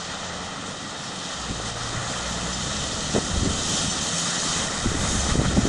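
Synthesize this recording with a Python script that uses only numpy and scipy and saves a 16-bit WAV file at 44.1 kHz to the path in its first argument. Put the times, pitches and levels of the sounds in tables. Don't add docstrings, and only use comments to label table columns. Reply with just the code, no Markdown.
import sys
import numpy as np
from scipy import signal
from scipy.fft import rfft, irfft, next_fast_len
from scipy.io import wavfile
from scipy.ndimage import uniform_filter1d

SR = 44100
rng = np.random.default_rng(int(sys.argv[2]) if len(sys.argv) > 2 else 0)


def elevation(decibels):
    levels = np.asarray(decibels, float)
    return 10 ** (levels / 20)


def materialize(psi):
    bounded = np.clip(np.atleast_2d(psi).T, -1, 1)
    quanta = np.round(bounded * 32767).astype(np.int16)
    wavfile.write(sys.argv[1], SR, quanta)


N = 250488
TIME = np.arange(N) / SR


def evened(x):
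    return x / np.sqrt(np.mean(x ** 2) + 1e-20)


def column(table, index):
    rows = np.array(table)
    return np.interp(TIME, rows[:, 0], rows[:, index])


def bumps(rows, order=2):
    return sum(db * np.exp(-((TIME - s) / length) ** order) for s, length, db in rows)


def read(points, hz):
    f, value = np.transpose(points)
    return np.interp(np.log(hz + 1), np.log(f + 1), value, left=-90, right=-90)


def coloured(x, gain):
    size = next_fast_len(len(x))
    spectrum = rfft(x, size) * gain(np.fft.rfftfreq(size, 1 / SR))
    return irfft(spectrum, size)[:len(x)]


def noise(points, size, patch_db, flicker_db):
    hop, hz = size // 4, np.fft.rfftfreq(size, 1 / SR)
    a, b, patches = rng.standard_normal((N // hop + 5, len(hz), 3)).T
    patches = uniform_filter1d(patches, size=size // 48, axis=0)
    patches = evened(uniform_filter1d(patches, size=4096 // hop, axis=1))
    flicker = evened(uniform_filter1d(rng.standard_normal(a.shape[1]), size=max(1024 // hop, 1)))
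    level_db = read(points, hz)[:, None] + patch_db * patches + flicker_db * flicker
    z = (a + 1j * b) * elevation(level_db)
    return evened(signal.istft(z, nperseg=size, noverlap=size - hop)[1][:N])


def drops(points, per_s, spread_db):
    clicks = rng.standard_normal(N) * (rng.random(N) < per_s / SR)
    clicks = clicks * elevation(spread_db * np.minimum(rng.exponential(1, N), 4))
    return evened(coloured(clicks, lambda hz: elevation(read(points, hz))))


# (time [s], firing rate [Hz], load heard at the camera [dB])
ENGINE_RUN = [(0, 85.8, -45.5), (.4, 89.65, -40.5), (.8, 96, -40), (1.05, 94.46, -40.5), (1.3, 88.4, -40.5),
              (1.43, 58.75, -40), (1.6, 55.1, -39), (1.85, 57.6, -39.5), (2.2, 61.3, -38.5),
              (2.45, 60.46, -37), (3.1, 75.2, -35), (3.35, 78.5, -32), (3.85, 84.1, -32), (4.1, 83, -35),
              (4.36, 86, -36.5), (4.8, 71.86, -35.5), (5.18, 66.9, -32.5), (5.68, 62.93, -27)]
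# (frequency [Hz], tone over load [dB])
EXHAUST_PIPE = [(50, -13.5), (86, -15), (118, -15), (176, -14), (290, -16)]
# (middle time [s], half length [s], firing order [number], lift [dB])
PIPE_BOOMS = [(.2, .3, 1, 9.5), (.2, .27, 2, 13), (.7, .25, 3, 9), (1.074, .1, 2, 10), (1.3, 0.07, 3, 7),
              (1.55, .2, 1, 10), (1.903, 0.4, 2, 13.5), (2.4, .28, 1, 11.5), (2.9, 0.25, 1, 6),
              (2.45, 0.38, 3, 9), (2.65, .1, 2, 7.5), (3.1, 0.062, 2, 9), (3.85, .1, 3, 5),
              (4.253, .3, 2, 9), (4.24, .08, 2, 4.5), (4.55, 0.089, 1, 7), (4.799, 0.12, 3, 8.5),
              (5.199, .1, 1, 14), (5.4, 0.081, 2, 8), (5.658, .1, 1, 9.5)]
# (frequency [Hz], density [dB per Hz])
RUMBLE_COLOUR = [(30, -37), (70, -17.5), (120, -8.5), (180, -2), (250, -6), (350, -7.5), (500, -12.5),
                 (800, -21.5), (1200, -45)]


def engine():
    waver = uniform_filter1d(rng.standard_normal(N), size=1500)
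    waver = evened(uniform_filter1d(waver, size=1500))
    firing_hz, load_db = column(ENGINE_RUN, index=1), column(ENGINE_RUN, index=2)
    turns = np.cumsum(firing_hz * (1 + .003 * waver)) / SR
    tones = 0
    for k in (1, 2, 3):
        booms = [(s, length, db) for s, length, order, db in PIPE_BOOMS if round(order) == k]
        tone_db = load_db + read(EXHAUST_PIPE, k * firing_hz) + bumps(booms, order=4)
        tones = tones + elevation(tone_db) * np.sqrt(2) * np.sin(2 * np.pi * k * turns + k)
    pulsing = evened(1 + 0.3 * np.cos(2 * np.pi * turns))
    rumble = elevation(load_db + 0.5) * noise(RUMBLE_COLOUR, size=2048, patch_db=1.0, flicker_db=-1.0)
    return tones + rumble * pulsing


# (time [s], thrown water [dB], bow wave [dB])
WATER_LEVELS = [(0, -37.5, -36.5), (.45, -40, -37), (.76, -40.5, -39), (1.35, -36.5, -37.5),
                (1.55, -37.5, -37), (1.87, -36, -35), (2.2, -36, -35), (2.6, -34.5, -36),
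                (3.1, -34.5, -36.5), (3.5, -34.5, -36.5), (3.78, -29.5, -35), (3.95, -32.5, -35),
                (4.6, -32, -32.5), (4.68, -34.5, -33.5), (4.95, -37, -34.5), (5.2, -34, -33),
                (5.38, -37, -34.5), (5.68, -36.5, -33.5)]
# (time [s], length [s], spray lift [dB], mist lift [dB], wave lift [dB])
BODY_SLAPS = [(0.248, .025, 1, .3, 1), (.68, 0.032, .3, 4.5, 1), (1.061, 0.024, 1.5, 1.5, 0),
              (1.681, 0.026, 0, 4, 1), (1.733, 0.025, -3.5, -3, -3.5), (2.01, 0.056, -1.5, -0.5, 1.2),
              (2.125, .03, 1.5, 1.5, 0.7), (2.859, .03, 2, 1, 1), (3.161, 0.019, 1, 1.3, 5.5),
              (4.003, 0.012, -0.5, -2, -1), (4.187, .025, .3, 3, 0.2), (4.497, .015, 2.5, 0.5, .3),
              (4.576, 0.01, -1, 2.5, 2), (5.048, 0.0085, .3, 0.5, 5), (5.1, 0.12, 0.7, 2.5, 0.8),
              (5.306, .02, 5, 2.5, 4.5), (5.377, 0.032, -2, 0.5, -1), (5.454, 0.014, -1, 1, 5.5),
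              (5.485, .02, 4, -0.5, -3.5), (5.543, 0.014, 3, -3, -3)]
# (frequency [Hz], density [dB per Hz])
SPRAY_COLOUR = [(2200, -15.5), (2410, -14), (2690, -5.5), (3170, 0), (3770, -0.5), (4650, -4), (6610, .5),
                (7600, -3), (8700, -8.5), (9900, -16.5), (10500, -21.5), (11200, -27), (11700, -25.5),
                (13000, -32)]
# (frequency [Hz], density [dB per Hz])
CHURN_COLOUR = [(250, -21.5), (450, 2), (700, -2.5), (1000, 1.5), (1400, -0.5), (1900, -3), (2250, -7),
                (2800, -18.5), (4000, -12.5)]


def water():
    spray = noise(SPRAY_COLOUR, size=512, patch_db=0.75, flicker_db=0.59)
    spray = spray + 0.32 * drops(SPRAY_COLOUR, per_s=2500, spread_db=4.0)
    mist = coloured(spray, lambda hz: 1 / (1 + (5300 / (hz + 1)) ** 8))
    churn = noise(CHURN_COLOUR, size=1024, patch_db=0.43, flicker_db=0.65)
    churn = churn + 0.22 * drops(CHURN_COLOUR, per_s=500, spread_db=1.5)
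    slaps, thrown_db = np.array(BODY_SLAPS), column(WATER_LEVELS, index=1)
    spray_db, mist_db, wave_db = (bumps(slaps[:, [0, 1, k]]) for k in (2, 3, 4))
    coarse = elevation(thrown_db + spray_db + 0.3) * evened(spray - mist)

    mist_db = mist_db - 40 + 1.2364 * TIME + 1.2 * (thrown_db + 36.0)
    finest = coloured(mist, lambda hz: 1 / (1 + (7300 / (hz + 1)) ** 8))
    tail = elevation(bumps([(5.1, .3, 2.5)])) - 1
    fine = elevation(mist_db) * evened(mist + tail * finest)

    near = 1 / (1 + np.exp((3.7 - TIME) / .5))
    dull = coloured(churn, lambda hz: 1 / (1 + (hz / 1600) ** 4))
    churn = elevation(-1.5 * near) * dull + elevation(2.5 * near) * (churn - dull)
    wave = elevation(column(WATER_LEVELS, index=2) + wave_db + 2.0) * churn
    return coarse + fine + wave


def housing(x):
    echo_s, echo_share, echo_turns, fade_hz = 0.001657, 0.35, -0.16, 5100
    notch_hz, notch_width_hz, notch_share = 2208, 90, .35

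    def ripple(hz):
        strength = echo_share / (1 + (hz / fade_hz) ** 4)
        return 1 + strength * np.exp(-2j * np.pi * (hz * echo_s + echo_turns))

    rippled = coloured(x, ripple)
    return coloured(rippled, lambda hz: 1 - notch_share / (1 + ((hz - notch_hz) / notch_width_hz) ** 2))


# (time [s], level [dB])
WIND_LEVEL = [(0, -53), (.3, -49.5), (1.25, -60), (1.5, -40), (1.62, -47.5), (1.95, -40), (2.1, -43.5),
              (2.5, -46.5), (2.9, -35), (3.2, -43.5), (3.5, -29.5), (3.62, -40), (3.88, -38.5),
              (4.12, -52.5), (4.78, -39), (4.87, -30), (5.05, -28.5), (5.68, -27.5)]
# (time [s], length [s], lift [dB])
WIND_PUFFS = [
    (.35, .06, 5),
    (2.65, .06, 5),
    (3.15, 0.055, -6),
    (4.3, .15, -3.5),
    (4.55, .06, 5),
    (4.73, 0.033, 4.5),
    (4.81, 0.023, -4),
    (5.05, 0.045, 2.5),
    (5.25, 0.055, -3.5),
    (5.5, .08, 2.5),
]
# (frequency [Hz], density [dB per Hz])
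AIR_COLOUR = [(15, -14), (30, -8), (55, 8.5), (100, -3.5), (180, -7), (300, -22), (500, -39.5), (900, -58)]
# (frequency [Hz], density [dB per Hz])
FLUTTER_COLOUR = [(120, -11.5), (200, -3), (290, 0), (400, -8.5), (600, -22)]
# (start time [s], length [s], peak level [dB], eddy pitch [Hz])
WIND_GUSTS = [(1.497, 0.0033, -21, 176), (1.51, 0.0088, -20.5, 261), (1.53, 0.0021, -23, 197),
              (1.6, 0.0022, -23, 350), (1.93, 0.0052, -25, 301.7), (1.948, 0.01, -26, 180),
              (2.608, 0.0049, -24, 150), (3.144, 0.015, -14.5, 217), (3.15, 0.0021, -12, 477),
              (3.166, 0.009, -14.5, 373), (3.178, 0.0056, -12, 252), (3.186, 0.0031, -15.5, 460),
              (3.36, 0.0052, -19.5, 190), (3.408, 0.0038, -21, 213), (3.431, 0.0022, -15, 300),
              (3.454, 0.019, -15.5, 272.6), (4.845, 0.002, -18, 448), (4.855, 0.015, -14.5, 235.6),
              (4.917, 0.0038, -19.5, 327), (4.947, 0.008, -17, 286), (5.033, 0.0069, -17.5, 199.4),
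              (5.152, 0.0038, -16.5, 220), (5.355, 0.0019, -10.5, 275), (5.397, 0.0016, -10, 476.3),
              (5.416, 0.0022, -10.5, 303), (5.528, 0.0019, -19, 189.6), (5.567, 0.0072, -12.5, 298),
              (5.579, 0.014, -6.5, 195), (5.654, 0.0035, -12.5, 360.5), (5.664, .015, -17, 292)]
# (start time [s], peak level [dB], eddy pitch [Hz])
WIND_THUMPS = [(1.506, -21, 75), (1.975, -19.5, 120), (3.339, -17, 89.9), (3.379, -12.5, 85.2),
               (3.425, -14, 78), (3.474, -14, 135), (4.871, -14, 59), (5.29, -16, 160),
               (5.318, -14.5, 59.6), (5.392, -9.5, 101.3), (5.483, -14.5, 136), (5.62, -20, 80),
               (3.152, -17, 140), (3.182, -23, 135), (3.161, -10.5, 440), (3.465, -21, 70),
               (3.508, -20.5, 189), (4.859, -23, 494), (5.172, -20, 79), (5.302, -24.5, 880),
               (5.411, -21, 600), (5.447, -23, 110), (5.572, -16.5, 560), (2.003, -24.5, 130),
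               (2.93, -29, 380), (3.535, -22.5, 110), (5.372, -22, 480), (5.265, -23.5, 480)]


def wind():
    wind_db = column(WIND_LEVEL, index=1) + bumps(WIND_PUFFS)
    out = elevation(wind_db) * noise(AIR_COLOUR, size=1024, patch_db=0.9, flicker_db=2.0)
    t = np.arange(-1500, 1500) / SR
    thump_s = .004
    eddies = WIND_GUSTS + [(start, thump_s, peak_db, hz) for start, peak_db, hz in WIND_THUMPS]
    for (start, length, peak_db, hz), (phase, bend, beat) in zip(eddies, rng.random((len(eddies), 3))):
        wobble = 0.78 * np.sin(2 * np.pi * (0.4 * hz * t + bend))
        angle = 2 * np.pi * (hz * t + phase) + wobble
        uneven = elevation(2.5 * np.sin(2 * np.pi * (0.49 * hz * t + beat)) - 2.0)
        passing = np.exp(-(t / (.5 * length + 0.37 / hz)) ** 2)
        swings = np.cos(angle + 0.35 * np.cos(angle))
        eddy = elevation(peak_db) * passing * uneven * swings
        part = out[round((start + length / 2) * SR) - 1500:][:len(t)]
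        part += eddy[:len(part)]
    flutter = noise(FLUTTER_COLOUR, size=512, patch_db=1.0, flicker_db=3.0)
    flutter_db = -40.0 + 1.5 * (wind_db + 30.0)
    return out + elevation(flutter_db) * flutter


def scene():
    mono = housing(engine() + water()) / 1.069 + wind()
    return np.array([mono, mono])


def coarse_camera(x):
    step_db, top_bin = -7.0, 552
    n, k = np.arange(2048) + .5, np.arange(top_bin) + .5
    window = np.sin(np.pi * n / 2048)[:, None]
    basis = window * np.cos(np.pi / 1024 * np.outer(n + 512, k)) / np.sqrt(512)
    padded = np.pad(x, (1022, 2048))
    bins = np.lib.stride_tricks.sliding_window_view(padded, 2048)[::1024].copy() @ basis
    power = uniform_filter1d((bins[:, 46:420] ** 2).mean(1), size=5)
    step = elevation(step_db) * np.sqrt(power)[:, None] + 1e-9
    whole = np.floor(abs(bins / step) ** .75 + .4054)
    frames = (np.sign(bins) * whole ** (4 / 3) * step) @ basis.T
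    halves = frames[1:, :1024] + frames[:-1, 1024:]
    return np.pad(halves.ravel(), (2, 0))[:N]


def band_limit(x):
    return signal.sosfilt(signal.butter(12, 11870, fs=SR, output="sos"), x)


# (time [s], low edge [Hz], high edge [Hz], side over mid level [dB])
EAR_SPLITS = [
    (0.289, 4240.0, 5150.0, -4.2),
    (0.289, 6290.0, 8250.0, -3),
    (1.565, 5190.0, 6270.0, -6),
    (2.05, 4220.0, 5150, -3.2),
    (2.54, 4630, 6790, 1),
    (3.448, 6290.0, 7540.0, -2),
    (3.794, 4660, 5580, -2.6),
    (3.911, 5750, 6860, -3),
    (5.215, 5240, 6230, -4),
]


def record(dry):
    mid, side = coarse_camera(.6 * np.tanh(dry.mean(0) / .6)), np.zeros(N)
    window = np.hanning(2048)
    for s, low_hz, high_hz, side_db in EAR_SPLITS:
        at = round(s * SR / 1024 - .4) * 1024 - 1024 + 464
        unrelated = mid[at:at + 2048][::-1] * window
        band = coloured(unrelated, lambda hz: (hz > low_hz) & (hz < high_hz))
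        side[at:at + 2048] += elevation(side_db) * band
    return band_limit(np.array([mid + side, mid - side]))


dry = scene()
out = record(dry)
materialize(out)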